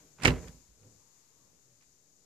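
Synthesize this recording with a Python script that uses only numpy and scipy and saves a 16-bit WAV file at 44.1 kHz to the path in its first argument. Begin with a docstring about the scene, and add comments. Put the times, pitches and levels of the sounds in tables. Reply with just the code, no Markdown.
"""Dishwasher door pushed shut

A door closes near two microphones: filtered noise makes the seal rub and the latch grind, and short noise bursts
and brief tones make the latch tick, snap and slam. Ringing tones and resonant noise make the steel panel boom and
shudder, and a small kitchen answers. Later a low hum of wandering tones swells softly now and then.
Shaped noise adds a faint room rumble, a band near 1 kHz, microphone hiss, and a narrow hiss mostly on the left."""
import sys
import numpy as np
from scipy import signal
from scipy.fft import rfft, irfft, next_fast_len
from scipy.io import wavfile
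from scipy.ndimage import map_coordinates

SR = 44100
rng = np.random.default_rng(int(sys.argv[2]) if len(sys.argv) > 2 else 0)


def undo_db(level):
    """Turn decibels back into plain size, where 20 dB means ten times bigger."""
    steps = np.asarray(level, float) / 20
    return 10 ** steps


def transcribe(signal):
    """Save signal, clipped to [-1, 1], as a 16-bit WAV file at the path in sys.argv[1]."""
    frames = np.atleast_2d(signal).T
    limited = np.clip(frames, -1, 1)
    pcm = np.round(limited * 32767).astype(np.int16)
    wavfile.write(sys.argv[1], SR, pcm)


N = 99225  # samples, 2.25 s
PADDED = next_fast_len(N + SR // 2)  # spare room so that filtered sounds can die away
HZ = np.fft.rfftfreq(PADDED, 1 / SR)  # the frequencies at which filters are drawn
LEFT_LAG_S = 0.00025  # the latch reaches the left microphone this much later


def unit(x):
    """Scale to rms 1."""
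    return x / np.sqrt(np.mean(x ** 2) + 1e-20)


def along(points, hz):
    """Read a curve of (Hz, value) points on a logarithmic frequency axis."""
    point_hz, value = np.transpose(points)
    return np.interp(np.log(hz + 1), np.log(point_hz + 1), value)


def level(rows):
    """Gain for every sample from (seconds, dB) rows."""
    seconds, db = np.transpose(rows)
    return undo_db(np.interp(np.arange(N) / SR, seconds, db))


def left_right(db):
    """Left and right gains that make the left louder than the right by db."""
    return undo_db(np.array([[db], [-db]]) / 2)


def wobble(rate):
    """A smooth random curve through rate random points a second (400 at most)."""
    knots = rng.standard_normal(N // 100 + 4)
    return map_coordinates(knots, [np.arange(N) * min(rate, 400) / SR])


def filtered(x, response):
    """Shape the spectrum of x by a response given on HZ."""
    return irfft(rfft(x, PADDED) * response, PADDED)[..., :N]


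def resonances(rows):
    """Sum of resonances from (Hz, width in Hz, dB) rows, with alternating signs."""
    total = 0
    for k, (centre, width, db) in enumerate(rows):
        peak = 1j * HZ * width / (centre * centre - HZ * HZ + 1j * HZ * width)
        total = total + (-1) ** k * undo_db(db) * peak
    return total


def noise(colour, alike):
    """Stereo noise of rms 1; alike is the left-right likeness, 1 for identical and 0 for unrelated."""
    mid, side = filtered(rng.standard_normal((2, N)), undo_db(along(colour, HZ)))
    turn = np.arccos(np.clip(alike, -1, 1)) / 2
    mid, side = np.cos(turn) * mid, np.sin(turn) * side
    return unit(np.array([mid + side, mid - side]))


def grains():
    """Fast random gain changes that make a friction sound grainy."""
    depth_db, grains_per_s = 4.5, 330
    return undo_db(depth_db * wobble(grains_per_s))


def background():
    """Wavering low rumble, a faint mid band and hisses, each a shaped noise under its own level."""
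    # Colours. Each row: frequency in Hz, relative strength in dB per Hz.
    rumble_colour = [(18, -58.5), (30, 5), (200, -3), (240, -2.5), (344, -5.5), (469, -5), (779, -16.5),
                     (1500, -22.5), (1950, -39.5), (3300, -120)]
    hiss_colour = [(300, -120), (600, 2.5), (2000, 1.5), (5000, -1.5), (9000, -5.5), (12000, -3.5),
                   (14300, -3), (14800, -35), (16000, -120)]
    left_hiss_colour = [(2500, -120), (3500, -19.5), (4800, -11), (5800, -8), (6800, -0.5), (7500, -6.5),
                        (8300, -16.5), (10000, -20.5), (14500, -24), (15000, -120)]
    mid_band_colour = [(600, -120), (800, -13), (950, -4.5), (1150, -6.5), (1400, -18.5), (1800, -120)]
    # Levels before any wavering or left-right gain. Each row: time in seconds, level in dB.
    rumble_level = [(0, -70), (.5, -77.5), (.75, -73), (.95, -67.5), (1.1, -76), (1.4, -73.5), (1.72, -76),
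                    (1.97, -85), (2.25, -74)]
    hiss_level = [(0, -68), (.2, -74.5), (.45, -66), (.7, -74.5), (1.2, -73), (2.25, -78)]
    left_hiss_level = [(0, -59.5), (.05, -62.5), (.2, -62), (.33, -55.5), (.45, -54), (.55, -59.5),
                       (.75, -64.5), (.9, -61), (1.2, -63), (1.6, -64.5), (2.25, -64.5)]
    mid_band_level = [(.9, -100), (1.02, -77), (1.2, -85), (1.45, -82), (1.6, -100)]
    rumble_waver_db, left_waver_db = 2, 0.5
    rumble = level(rumble_level) * undo_db(rumble_waver_db * wobble(8)) * noise(rumble_colour, 0.406)
    left_hiss = level(left_hiss_level) * undo_db(left_waver_db * wobble(14)) * noise(left_hiss_colour, 0)
    left_hiss = left_hiss * undo_db([[0], [-24]])  # 24 dB weaker on the right
    mid_band = level(mid_band_level) * noise(mid_band_colour, 0.26)
    hiss = level(hiss_level) * noise(hiss_colour, 0)
    return rumble + left_hiss + mid_band + hiss


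def seal():
    """Rubber rubbing on steel as the door meets it and settles: grainy noise, stronger on the right."""
    # Rubbing strength before graining and left-right gain. Each row: time in seconds, level in dB.
    rub_level = [(0, -68.5), (.05, -100), (.16, -94), (.19, -66.5), (.21, -55.5), (.228, -54.5),
                 (.245, -36.5), (.27, -35.5), (.31, -50), (.38, -59.5), (.48, -66.5), (.53, -82), (.7, -95),
                 (2.25, -100)]
    # Colour of the rubbing. Each row: frequency in Hz, relative strength in dB per Hz.
    rub_colour = [(240, -33.5), (400, -12), (700, -4.5), (1400, -1), (2200, -2), (3600, -14), (4500, -18.5),
                  (8000, -27), (12000, -40.5), (15000, -66.5)]
    return level(rub_level) * grains() * noise(rub_colour, 0.9) * left_right(-4.2)


def panel():
    """Half-sine blows ring the steel panel's modes; a rough push keeps them shuddering."""
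    # Blows on the panel. Each row: start in seconds, level in dB before the ringing, contact in seconds.
    blows = [(0.233, -43.5, 0.002), (0.2475, -29.5, 0.0015), (.255, -26, 0.00039), (.264, -29.5, 0.0014),
             (.28, -22.5, 0.0009), (0.2902, -38.5, 0.003), (0.31, -32, 0.0022), (0.458, -48.5, 0.0013),
             (0.472, -61, 0.0017), (0.546, -57, 0.0015), (0.688, -61.5, 0.0036), (1.861, -73.5, 0.0017)]
    # Modes of the panel. Each row: frequency in Hz, relative level in dB, time to fade by 60 dB in seconds.
    modes = [(54.7, 9, 0.24), (83.2, -7, 0.35), (119.1, -7, 0.16), (164.9, 3.5, 0.094), (252.8, -3, 0.22),
             (298.4, -6.5, 0.15), (368, -4.5, 0.19), (458, -6, 0.25), (500, -9.5, 0.16), (613, -11, 0.14),
             (773.3, -17.5, 0.033), (868, -24, 0.27), (975.2, -29.5, 0.93)]
    # Shudder as the door swings and settles, before flutter and pan. Each row: time in seconds, level in dB.
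    shudder_level = [(0, -57.5), (.09, -72), (.17, -72.5), (.2, -56.5), (.24, -46.5), (.255, -29.5),
                     (.29, -29.5), (.33, -35.5), (.4, -45.5), (.49, -51), (.525, -62), (.65, -75),
                     (.78, -79), (.86, -60.5), (.97, -76.5), (1.1, -86), (2.25, -75)]
    scatter_db, flutter_db, pan_db = 1.5, 1.5, -3
    wider_hz, low_hz = 16.6, 127.1  # shudder: extra width of each mode, and where its bass starts to fade
    out, t = np.zeros(N + SR), np.arange(SR // 2) / SR
    for start, db, contact in blows:
        ring = 0
        for (hz, mode_db, t60), change_db in zip(modes, rng.normal(0, scatter_db, len(modes))):
            ring = ring + undo_db(mode_db + change_db - 60 * t / t60) * np.sin(2 * np.pi * hz * t)
        # a longer contact rounds the blow and dulls the ring
        push = np.sin(np.pi * np.clip(t[:400] / contact, 0, 1))
        blow = signal.fftconvolve(ring, push / push.sum())[:len(t)]
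        out[round(start * SR):][:len(t)] += undo_db(db) * blow
    response = resonances([(hz, 3.4 / t60 + wider_hz, mode_db) for hz, mode_db, t60 in modes])
    response = response * (1j * HZ / (low_hz + 1j * HZ)) ** 2
    shudder = unit(filtered(rng.standard_normal(N), response))
    shudder = shudder * level(shudder_level) * undo_db(flutter_db * wobble(22))
    return (out[:N] + shudder) * left_right(pan_db)


def grind():
    """The latch grinds through its travel: bright, grainy friction noise between the contacts."""
    # Grinding strength before graining. Each row: time in seconds, level in dB.
    grind_level = [(.19, -90), (.215, -61.5), (.235, -49), (.245, -55.5), (.256, -39.5), (.28, -48.5),
                   (.3, -54.5), (.34, -67), (.42, -94)]
    # Colour of the grinding. Each row: frequency in Hz, relative strength in dB per Hz.
    grind_colour = [(2000, -120), (3000, -4.5), (5000, -0.5), (8000, -3), (11000, -14), (14000, -17.5),
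                    (15200, -120)]
    return level(grind_level) * grains() * noise(grind_colour, 0.19)


def latch():
    """Each contact is a noise burst: a knock through the catch and a shorter treble crack, later on the left."""
    # Latch contacts, then faint later ticks, before the resonances. Each row: start in seconds, knock level
    # in dB, crack level in dB, left over right in dB, time for the knock to fade by 60 dB in seconds.
    contacts = [(0.2204, -46, -43, -16, 0.11), (0.2338, -29, -28, -2.5, 0.047),
                (0.2488, -21.5, -26, -18, .03), (0.2526, -14.5, -16.5, -2, 0.021),
                (0.2566, -18.5, -27, 5, .02), (.2611, -19, -37, -2, 0.022), (0.272, -29, -19.5, -2, .03),
                (0.2785, -19, -37, -5, 0.045), (0.305, -31, -53.5, -2, .03), (.474, -52.5, -60, -3, 0.046),
                (0.4817, -42, -40, -1.5, 0.016), (0.831, -61, -80, -7, 0.014), (1.809, -66, -67, -2, 0.051),
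                (1.822, -67, -63.5, -5, .12)]
    # Resonances for the knock, then for the crack. Each row: frequency in Hz, width in Hz,
    # left level in dB, right level in dB.
    knock_resonances = [(1376, 2000, -2.5, 6.5), (1840, 140, -10.5, 15), (2400, 750, 2, 10),
                        (3830, 1500, -15, -9.5)]
    crack_resonances = [(4600, 1600, 5, -8), (7350, 1500, 3, -2.5), (8313, 1300, -22.5, -1),
                        (11000, 1200, -15.5, -11.5), (14200, 640, -7, -12.5)]
    knock_top_hz, rise_s, crack_faster = 5300, 0.00035, 0.94  # crack_faster multiplies the fade time
    out, t = np.zeros((2, 2, N + SR)), np.arange(SR // 5) / SR  # first axis knock and crack, then left and right
    for start, knock_db, crack_db, pan_db, t60 in contacts:
        # a part shared by both sides, and a weaker part of each side's own
        burst = rng.standard_normal((2, 1, len(t))) + .5 * rng.standard_normal((2, 2, len(t)))
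        burst *= 1 - np.exp(-t / rise_s)
        knock_fade = knock_db - 60 * t / t60
        crack_fade = crack_db - 60 * t / (t60 * crack_faster)
        fade = undo_db(np.array([knock_fade, crack_fade])[:, None])
        out[..., round(start * SR):][..., :len(t)] += fade * left_right(pan_db) * burst
    # half the lag delays the left, half brings the right forward
    lag = np.exp(np.outer([-1j, 1j], np.pi * HZ * LEFT_LAG_S))

    def both_sides(rows):
        """Resonances as each microphone hears them."""
        left = resonances([(hz, width, left_db) for hz, width, left_db, _ in rows])
        right = resonances([(hz, width, right_db) for hz, width, _, right_db in rows])
        return lag * np.array([left, right])

    dull = 1 / (1 + 1j * HZ / knock_top_hz) ** 2
    knock = filtered(out[0, :, :N], both_sides(knock_resonances) * dull)
    crack = filtered(out[1, :, :N], both_sides(crack_resonances))
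    return knock + crack


def snaps():
    """Sharp strikes of the catch: each tone swells and dies within a few cycles, later on the left."""
    # Each row: start in seconds, level in dB, frequency in Hz, left over right in dB.
    strikes = [(.2219, -45, 2336, -8.5), (.2365, -33, 1892, -6), (0.2523, -13.5, 3654, -1.5),
               (0.2546, -17.5, 2777, -2), (0.2562, -4.5, 2213, -7.5), (0.2591, -22, 2600, -5.5),
               (0.2622, -15, 2300, -7), (0.2635, -22, 2020, -6), (0.2677, -20.5, 1900, -6),
               (0.2775, -18.5, 1487, -4.5), (0.2838, -23.5, 2480, -3.5), (0.3047, -34, 3800, -4)]
    peak_cycles = 1.2  # cycles from the start to the loudest point
    out, t = np.zeros((2, N + SR)), np.arange(SR // 50) / SR
    for start, db, hz, pan_db in strikes:
        cycles = np.maximum(t - np.array([[LEFT_LAG_S], [0]]), 0) * hz
        swell = (cycles / peak_cycles * np.exp(1 - cycles / peak_cycles)) ** 2
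        tone = np.sin(2 * np.pi * (cycles + rng.random()))
        out[:, round(start * SR):][:, :len(t)] += undo_db(db) * left_right(pan_db) * swell * tone
    return out[:, :N]


def kitchen(x):
    """The room's answer is a tail of noise in which each frequency dies at its own speed."""
    # How long the kitchen rings. Each row: frequency in Hz, time to fade by 60 dB in seconds.
    ring_time = [(200, 0.26), (1000, 0.24), (2500, 0.093), (4000, 0.11), (6000, 0.17), (10000, 0.1),
                 (14000, .05)]
    hz, t, spectrum = signal.stft(rng.standard_normal((2, SR // 2)), SR, nperseg=256)
    fade = undo_db(-60 * t / along(ring_time, hz)[:, None])
    tail = signal.istft(spectrum * fade, SR, nperseg=256)[1]
    tail = tail / np.linalg.norm(tail[0])
    source = np.pad(x.mean(0), (200, 0))[None]  # the answer starts 200 samples late
    return signal.fftconvolve(source, tail, axes=1)[:, :N]


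def hum():
    """A low hum that comes and goes: sine tones whose pitch wanders, under one level."""
    # Strength of the whole hum. Each row: time in seconds, level in dB.
    hum_level = [(.75, -90), (.81, -66), (.875, -58.5), (.91, -76), (.95, -66), (1.02, -78), (1.2, -86.5),
                 (1.6, -87), (1.65, -77), (1.685, -73.5), (1.73, -69), (1.79, -85.5), (2.25, -91.5)]
    # The tones. Each row: multiple of the pitch, size of the wander in Hz, relative level in dB.
    tones = [(1, 2.7, 3.5), (3.2, 20, -14), (4.6, 15, -6.5)]
    # Base pitch before multiplying and wandering. Each row: time in seconds, frequency in Hz.
    pitch_path = [(.8, 99.7), (0.869, 110), (1.001, 105), (1.65, 127.5), (1.76, 118.8)]
    pitch = np.interp(np.arange(N) / SR, *np.transpose(pitch_path))
    total = np.zeros(N)
    for multiple, wander_hz, db in tones:
        tone_hz = multiple * pitch + wander_hz * wobble(19)
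        total += undo_db(db) * np.sin(2 * np.pi * np.cumsum(tone_hz) / SR)
    return level(hum_level) * unit(total)


def scene():
    """Door, kitchen, hum and background added together."""
    clicks, boom = latch() + snaps(), panel()
    clicks_to_kitchen_db, boom_to_kitchen_db = -12, -17.5
    answer = kitchen(undo_db(clicks_to_kitchen_db) * clicks + undo_db(boom_to_kitchen_db) * boom)
    return background() + seal() + boom + grind() + clicks + answer + hum()


def top_cut(x):
    """Nothing passes above the cut-off."""
    return signal.sosfilt(signal.butter(12, 15550, fs=SR, output="sos"), x)


def record(dry):
    """The microphones lose the deepest bass and the highest treble, and add a small constant offset."""
    low_hz, top_hz, offset = 44, 14500, -.0002
    low = 1j * HZ / low_hz
    bass_cut = (low ** 2 / (1 + 1.52 * low + low ** 2)) ** 2
    treble_cut = 1 / np.sqrt(1 + (HZ / top_hz) ** 60)
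    mix = filtered(dry, bass_cut * treble_cut) + offset
    return top_cut(mix)


dry = scene()
out = record(dry)
transcribe(out)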